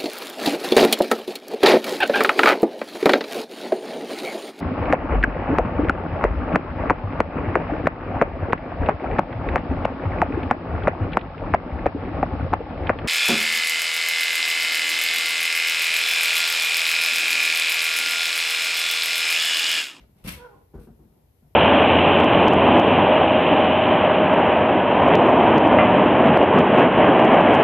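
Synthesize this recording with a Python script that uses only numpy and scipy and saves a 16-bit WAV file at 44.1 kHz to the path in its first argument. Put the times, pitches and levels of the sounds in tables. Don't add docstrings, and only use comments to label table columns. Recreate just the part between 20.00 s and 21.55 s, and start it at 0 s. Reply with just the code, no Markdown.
import sys
import numpy as np
from scipy import signal
from scipy.fft import rfft, irfft, next_fast_len
from scipy.io import wavfile
from scipy.ndimage import map_coordinates

SR = 44100
rng = np.random.default_rng(int(sys.argv[2]) if len(sys.argv) > 2 else 0)


def inscribe(sig):
    pcm = np.round(np.clip(np.atleast_2d(sig).T, -1, 1) * 32767)
    wavfile.write(sys.argv[1], SR, pcm.astype(np.int16))


def invert_db(x):
    u = np.asarray(x, float) / 20
    return 10 ** u


N = 68355


def unit(x):
    return x / np.sqrt(np.mean(x ** 2) + 1e-20)


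def along(points, hz):
    f, value = np.transpose(points)
    return np.interp(np.log(hz + 1), np.log(f + 1), value)


def wobble(rate):
    knots = rng.standard_normal(int(N * rate / SR) + 4)
    return map_coordinates(knots, [np.arange(N) * rate / SR])


def filtered(x, response):
    m = next_fast_len(N + SR // 2)
    return irfft(rfft(x, m) * response(np.fft.rfftfreq(m, 1 / SR)), m)[..., :N]


def body(peaks):
    def response(f):
        return sum((-1) ** k * invert_db(db) * 1j * f * width / (centre * centre - f * f + 1j * f * width)
                   for k, (centre, width, db) in enumerate(peaks))
    return response


# f/Hz, correlation
COHERENCE = [(60, 1), (200, 0.86), (400, 0.44), (900, 0.078), (2000, 0)]


def spread(pair):
    def mid_side(hz):
        turn = np.arccos(np.clip(along(COHERENCE, hz), -1, 1)) / 2
        return np.array([np.cos(turn), np.sin(turn)])
    mid, side = filtered(pair, mid_side)
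    return np.array([mid + side, mid - side])


# f/Hz, t60/s
ROOM_T60 = [(60, 0.52), (250, 0.37), (500, 0.72), (1000, 0.4), (2500, 0.38), (5000, 0.37), (10000, 0.28)]


def room(x, wet_db):
    hz, t, noise = signal.stft(rng.standard_normal((2, N)), SR, nperseg=256)
    decaying = noise * invert_db(-60 * t / along(ROOM_T60, hz)[:, None])
    tail = spread(signal.istft(decaying, SR, nperseg=256)[1][:, :N])
    tail = tail / np.linalg.norm(tail[0])
    delayed = np.pad(x, (250, 0))
    return x + invert_db(wet_db) * signal.fftconvolve(delayed[None], tail, axes=1)[:, :N]


# f/Hz, level/dB per Hz
HUM_SPECTRUM = [(20, -47), (40, -6), (58, 1), (130, -4), (210, -14), (330, -14.5), (900, -23),
                (1500, -37.5)]
# f/Hz, level/dB per Hz
HISS_SPECTRUM = [(590, -32), (1000, -14), (1970, -8), (2500, -10.5), (6110, -15.5), (8800, -16.5),
                 (12700, -5.5), (13600, -11.5), (14500, -12)]
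# f/Hz, width/Hz, level/dB
WHINE_LINES = [(10540, 12, 7.5), (13100, 13, -7), (12890, 25, -2), (15200, 40, 3)]


def house():
    hum = filtered(rng.standard_normal((2, N)),
                   lambda hz: invert_db(along(HUM_SPECTRUM, hz)) * (hz > 25) * (hz < 1500))
    hum = unit(spread(hum))
    hiss = unit(filtered(
        rng.standard_normal((2, N)),
        lambda hz: invert_db(along(HISS_SPECTRUM, hz)) * (hz > 1200) * (1 + abs(body(WHINE_LINES)(hz)))))
    hum_level = invert_db(-60.15 + 0.8 * wobble(5.44))
    return hum_level * hum + invert_db(-71) * hiss * invert_db([[1], [-1]])


# middle t/s, half length/s, level/dB
BODY_SHIFTS = [
    (0.001, 0.054, -62),
    (0.235, 0.063, -61),
    (0.571, 0.064, -58.5),
    (1.014, 0.063, -60.5),
    (1.183, 0.07, -65.5),
    (1.48, 0.032, -67.5),
]
# f/Hz, level/dB per Hz
BRUSH_SPECTRUM = [(80, -12.5), (150, -3.5), (300, -9), (520, -13.5), (900, -15), (1200, -26), (2500, -47)]


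def shuffle():
    t = np.arange(N) / SR
    swell = sum(invert_db(db) * np.exp(-((t - s) / half) ** 2) for s, half, db in BODY_SHIFTS)
    brush = filtered(rng.standard_normal((2, N)), lambda hz: invert_db(along(BRUSH_SPECTRUM, hz)))
    return swell * invert_db(1.06 * wobble(40.3)) * unit(spread(brush))


# t/s, f/Hz, sag/Hz per s, level/dB, t60/s
TILE_RINGS = [(.273, 203.7, 1606, -30.5, 0.16), (.335, 88.5, 297, -38.5, 0.37), (.744, 384, 6, -39.5, .12),
              (.778, 501.6, 691, -45.5, 0.35), (.874, 410, -7, -50, 0.14), (.878, 227.6, 2, -44.5, 0.31),
              (.888, 720, 0, -46.5, 0.056), (0.995, 330.4, 0, -51.5, 0.21), (1.046, 212, 0, -50, 0.12),
              (1.425, 148.5, -3, -50, 0.34), (1.44, 702, 0, -61, 0.082)]


def tiles():
    out = np.zeros(N)
    for s, hz, sag, db, t60 in TILE_RINGS:
        t = np.clip(np.arange(N) / SR - s, 0, None)
        rise = 1 - np.exp(-t / 0.0044)
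        pitch = hz - sag * np.minimum(t, 0.2) / 2
        out += invert_db(db - 60 * t / t60) * rise * np.sin(2 * np.pi * pitch * t)
    return out


# f/Hz, level/dB per Hz
PUFF_SPECTRUM = [(100, -17.5), (250, 5.5), (400, 2.5), (520, -4.5), (950, -11.5), (1450, -13.5),
                 (2300, -35.5), (5000, -43)]


def paws(contacts, peaks, boom, gain_db, puff_db, puff_s, wet_db):
    t = np.arange(N) / SR
    knock, weight, puff = np.zeros((3, N))
    for s, knock_db, weight_db, contact in contacts:
        u = np.clip(t - s, 0, 1) / contact
        knock += invert_db(knock_db) * u * np.exp(1 - u)
        weight += invert_db(weight_db) * u / 4 * np.exp(1 - u / 4)
        puff += invert_db(knock_db + puff_db) * np.clip(u / 3, 0, 1) * np.exp(-u * contact / puff_s)
    fur = puff * unit(filtered(rng.standard_normal(N), lambda hz: invert_db(along(PUFF_SPECTRUM, hz))))
    soft = filtered(knock, lambda hz: body(peaks)(hz) / (1 + 1j * hz / 1200) ** 2)
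    thud = invert_db(-0.5) * filtered(weight, body(boom))
    return invert_db(gain_db) * (room(soft + fur, wet_db) + thud)


# t/s, knock level/dB, weight level/dB, contact/s
FLOOR_CONTACTS = [(.735, -43, -59, 0.00017), (.741, -36.5, -38, 0.00025), (.747, -45, -54, 0.0017),
                  (.753, -41, -35, 0.00041), (.776, -40, -40, 0.0006), (.787, -46.5, -68, 0.00068),
                  (.808, -44.5, -79, 0.0015), (.833, -49.5, -58, 0.00046), (.871, -42, -70, 0.00026),
                  (.882, -51, -67, 0.00084), (.903, -48, -46.5, 0.0011), (.992, -50, -56, 0.0007),
                  (1.008, -64, -51, 0.00061), (1.034, -58, -74, 0.0017), (1.052, -52, -64, 0.001),
                  (1.095, -59, -54, 0.00051), (1.12, -52.5, -60, 0.0023), (1.421, -55, -65, 0.00059),
                  (1.445, -56, -63, 0.00079), (1.47, -63, -61, 0.0035)]
# f/Hz, width/Hz, level/dB
FLOOR_MODES = [(134, 35, -2), (213, 62, 1), (258, 34, -1), (383, 64, 0), (497, 76, -6), (780, 130, -9),
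               (982, 60, -3), (1346, 77, -7)]
# f/Hz, width/Hz, level/dB
FLOOR_BOOM_MODES = [(53.2, 8.5, 1), (86.4, 11, -5.5)]


def floor_steps():
    return paws(FLOOR_CONTACTS, FLOOR_MODES, FLOOR_BOOM_MODES,
                gain_db=13.5, puff_db=-25.0, puff_s=0.019, wet_db=-8)


# t/s, f/Hz, level/dB, mouth opening/dB
TRILL_COURSE = [
    (.345, 505, -70, -15),
    (.36, 502, -51, -14),
    (.387, 490, -56, -12),
    (.394, 476, -48, -9),
    (.435, 497, -48, 0),
    (.47, 472, -48, -3),
    (.484, 425, -58, -8),
    (.545, 402, -53, -14),
    (.56, 395, -80, -16),
]
# f/Hz, width/Hz, level/dB
THROAT_FORMANTS = [(423, 610, -1.5), (936, 350, 2), (1530, 500, -0.5)]


def trill():
    s, hz, db, mouth_db = np.transpose(TRILL_COURSE)
    t = np.arange(N) / SR
    pitch = np.interp(t, s, hz) * (1 + 0.013 * wobble(149.5))
    phase = 2 * np.pi * np.cumsum(pitch) / SR
    mouth = invert_db(np.interp(t, s, mouth_db))
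    pulses = 0.93 * np.cos(phase) + mouth ** 0.21 * np.cos(2 * phase)
    pulses += mouth * (np.cos(3 * phase) + 0.084 * np.cos(4 * phase))
    breath = invert_db(-12.5) * 4 * (1 + np.cos(phase)) * rng.standard_normal(N)
    voice = filtered(pulses + breath, lambda f: body(THROAT_FORMANTS)(f) / (1 + (f / 1900) ** 6))
    flutter_db = 2 * np.sin(2 * np.pi * 45 * t)
    shimmer_db = 2 * wobble(87.35)
    level_db = np.interp(t, s, db, left=-140, right=-140) + 0.26 + flutter_db + shimmer_db
    squeak = invert_db(-56) * np.exp(-((t - 0.544) / 0.018) ** 2) * np.sin(2 * np.pi * 1058 * t)
    return room(voice * invert_db(level_db) + squeak, wet_db=-4)


# t/s, knock level/dB, weight level/dB, contact/s
WALL_CONTACTS = [(.001, -48, -60.5, 0.0011), (.024, -61, -60, 0.00093), (.04, -46, -64, 0.00013),
                 (.09, -48.5, -72, 0.0011), (.16, -48.5, -67, 0.00053), (.176, -69, -74, 0.00016),
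                 (.2465, -28.5, -36.5, 0.00066), (.253, -33.5, -36, 0.0016), (.266, -31.5, -50, 0.00099),
                 (.276, -38, -36.5, 0.00051), (.282, -40.5, -35.5, 0.0019), (.287, -63, -49, 0.003),
                 (.315, -37, -48, 0.0016), (.337, -45, -75, 0.00081), (.355, -47, -54, 0.00088),
                 (.37, -44, -47, 0.00024)]
# f/Hz, width/Hz, level/dB
WALL_MODES = [(143, 80, -3), (194.7, 49, 1), (297, 59, -17), (396, 40, -7.5), (666, 160, -32),
              (960, 280, -9), (1480, 280, -3)]
# f/Hz, width/Hz, level/dB
WALL_BOOM_MODES = [(49, 15.4, 10.5), (68.2, 6.7, 9.5)]


def wall_kicks():
    return paws(WALL_CONTACTS, WALL_MODES, WALL_BOOM_MODES,
                gain_db=9.5, puff_db=-22, puff_s=0.011, wet_db=-5.0)


STROKE_TIMES = [-.04, .165, .2405, .2475, .261, .2745, .283, .303, .331, .74, .795]
# length/s, level/dB, top octave level/dB
CLAW_STROKES = [(0.053, -58, -29), (0.32, -71.5, 2.5), (0.0071, -54.5, 5), (0.026, -50, 5.5),
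                (0.0077, -48.5, 1), (0.018, -38, 5), (0.027, -43.5, -2), (0.024, -46.5, 4),
                (0.021, -49.5, 3), (0.047, -74.5, -3), (0.057, -68.5, 9)]
# f/Hz, level/dB per Hz
CLAW_SPECTRUM = [(410, 2), (700, -13.5), (1430, -5.5), (1810, -7.5), (2220, -1), (2390, -4), (7010, -15.5),
                 (12200, -15), (14900, -19)]
# f/Hz, width/Hz, level/dB
CLAW_TIP_MODES = [(2693, 87, -2), (4850, 150, -3)]
# t/s, length/s, level/dB
CLAW_SNAG = (.3215, .005, -38)


def claws():
    t, out = np.arange(N) / SR, np.zeros((2, N))
    slips = (rng.random((2, N)) < 3500 / SR) * rng.standard_normal((2, N))
    slips = slips * invert_db(2.5 * rng.standard_normal((2, N)))
    fur = invert_db(2) * rng.standard_normal((2, N))
    grain = (unit(slips) + fur) * invert_db(1.9 * wobble(181.1))
    raw = unit(filtered(
        grain, lambda hz: invert_db(along(CLAW_SPECTRUM, hz)) * (hz > 500) * (1 + body(CLAW_TIP_MODES)(hz))))
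    top = filtered(raw, lambda hz: 1 / (1 + (7500 / (hz + 1)) ** 8))
    for s, (length, db, bright_db) in zip(STROKE_TIMES, CLAW_STROKES):
        bite = np.clip((t - s) / 0.0006, 0, 1)
        fade = np.clip((s + 1.65 * length - t) / length, 0, 1)
        out += invert_db(db) * bite * fade * (raw + (invert_db(bright_db) - 1) * top)
    s, length, db = CLAW_SNAG
    bite = np.clip((t - s) / 0.00044, 0, 1)
    fade = np.clip((s + 1.54 * length - t) / length, 0, 1)
    out += invert_db(db) * bite * fade * unit(top)
    tail = room(out[0], wet_db=-4.5) - out[0]
    return out + tail


# f/Hz, level/dB
WALL_LEAN = [(60, 0.5), (300, 2.5), (1200, -1.5), (2300, 0), (4300, 6.5), (8000, 5.5), (12500, 5.5)]


def scene():
    def wall_path(hz):
        lean = invert_db(np.array([[0.5], [-0.5]]) * along(WALL_LEAN, hz))
        return lean * (1 - 0.51 * np.exp(-((hz - 7120) / 930) ** 2))
    wall = filtered(claws() + wall_kicks(), wall_path)
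    steps = floor_steps() + tiles()
    left = invert_db([[0.8], [-0.8]])
    return wall + trill() * invert_db([[-0.7], [0.7]]) + steps * left + (house() + shuffle()) * left


def low_pass(x):
    return signal.sosfilt(signal.butter(12, 15070, fs=SR, output="sos"), x)


def record(dry):
    def band_limits(hz):
        treble = np.where(hz < 14560, 1, invert_db(-27) * (hz < 15000))
        return treble / np.sqrt(1 + (41 / (hz + 1)) ** 8)
    mix = filtered(dry, band_limits)
    return low_pass(mix)


dry = scene()
out = record(dry)
inscribe(out)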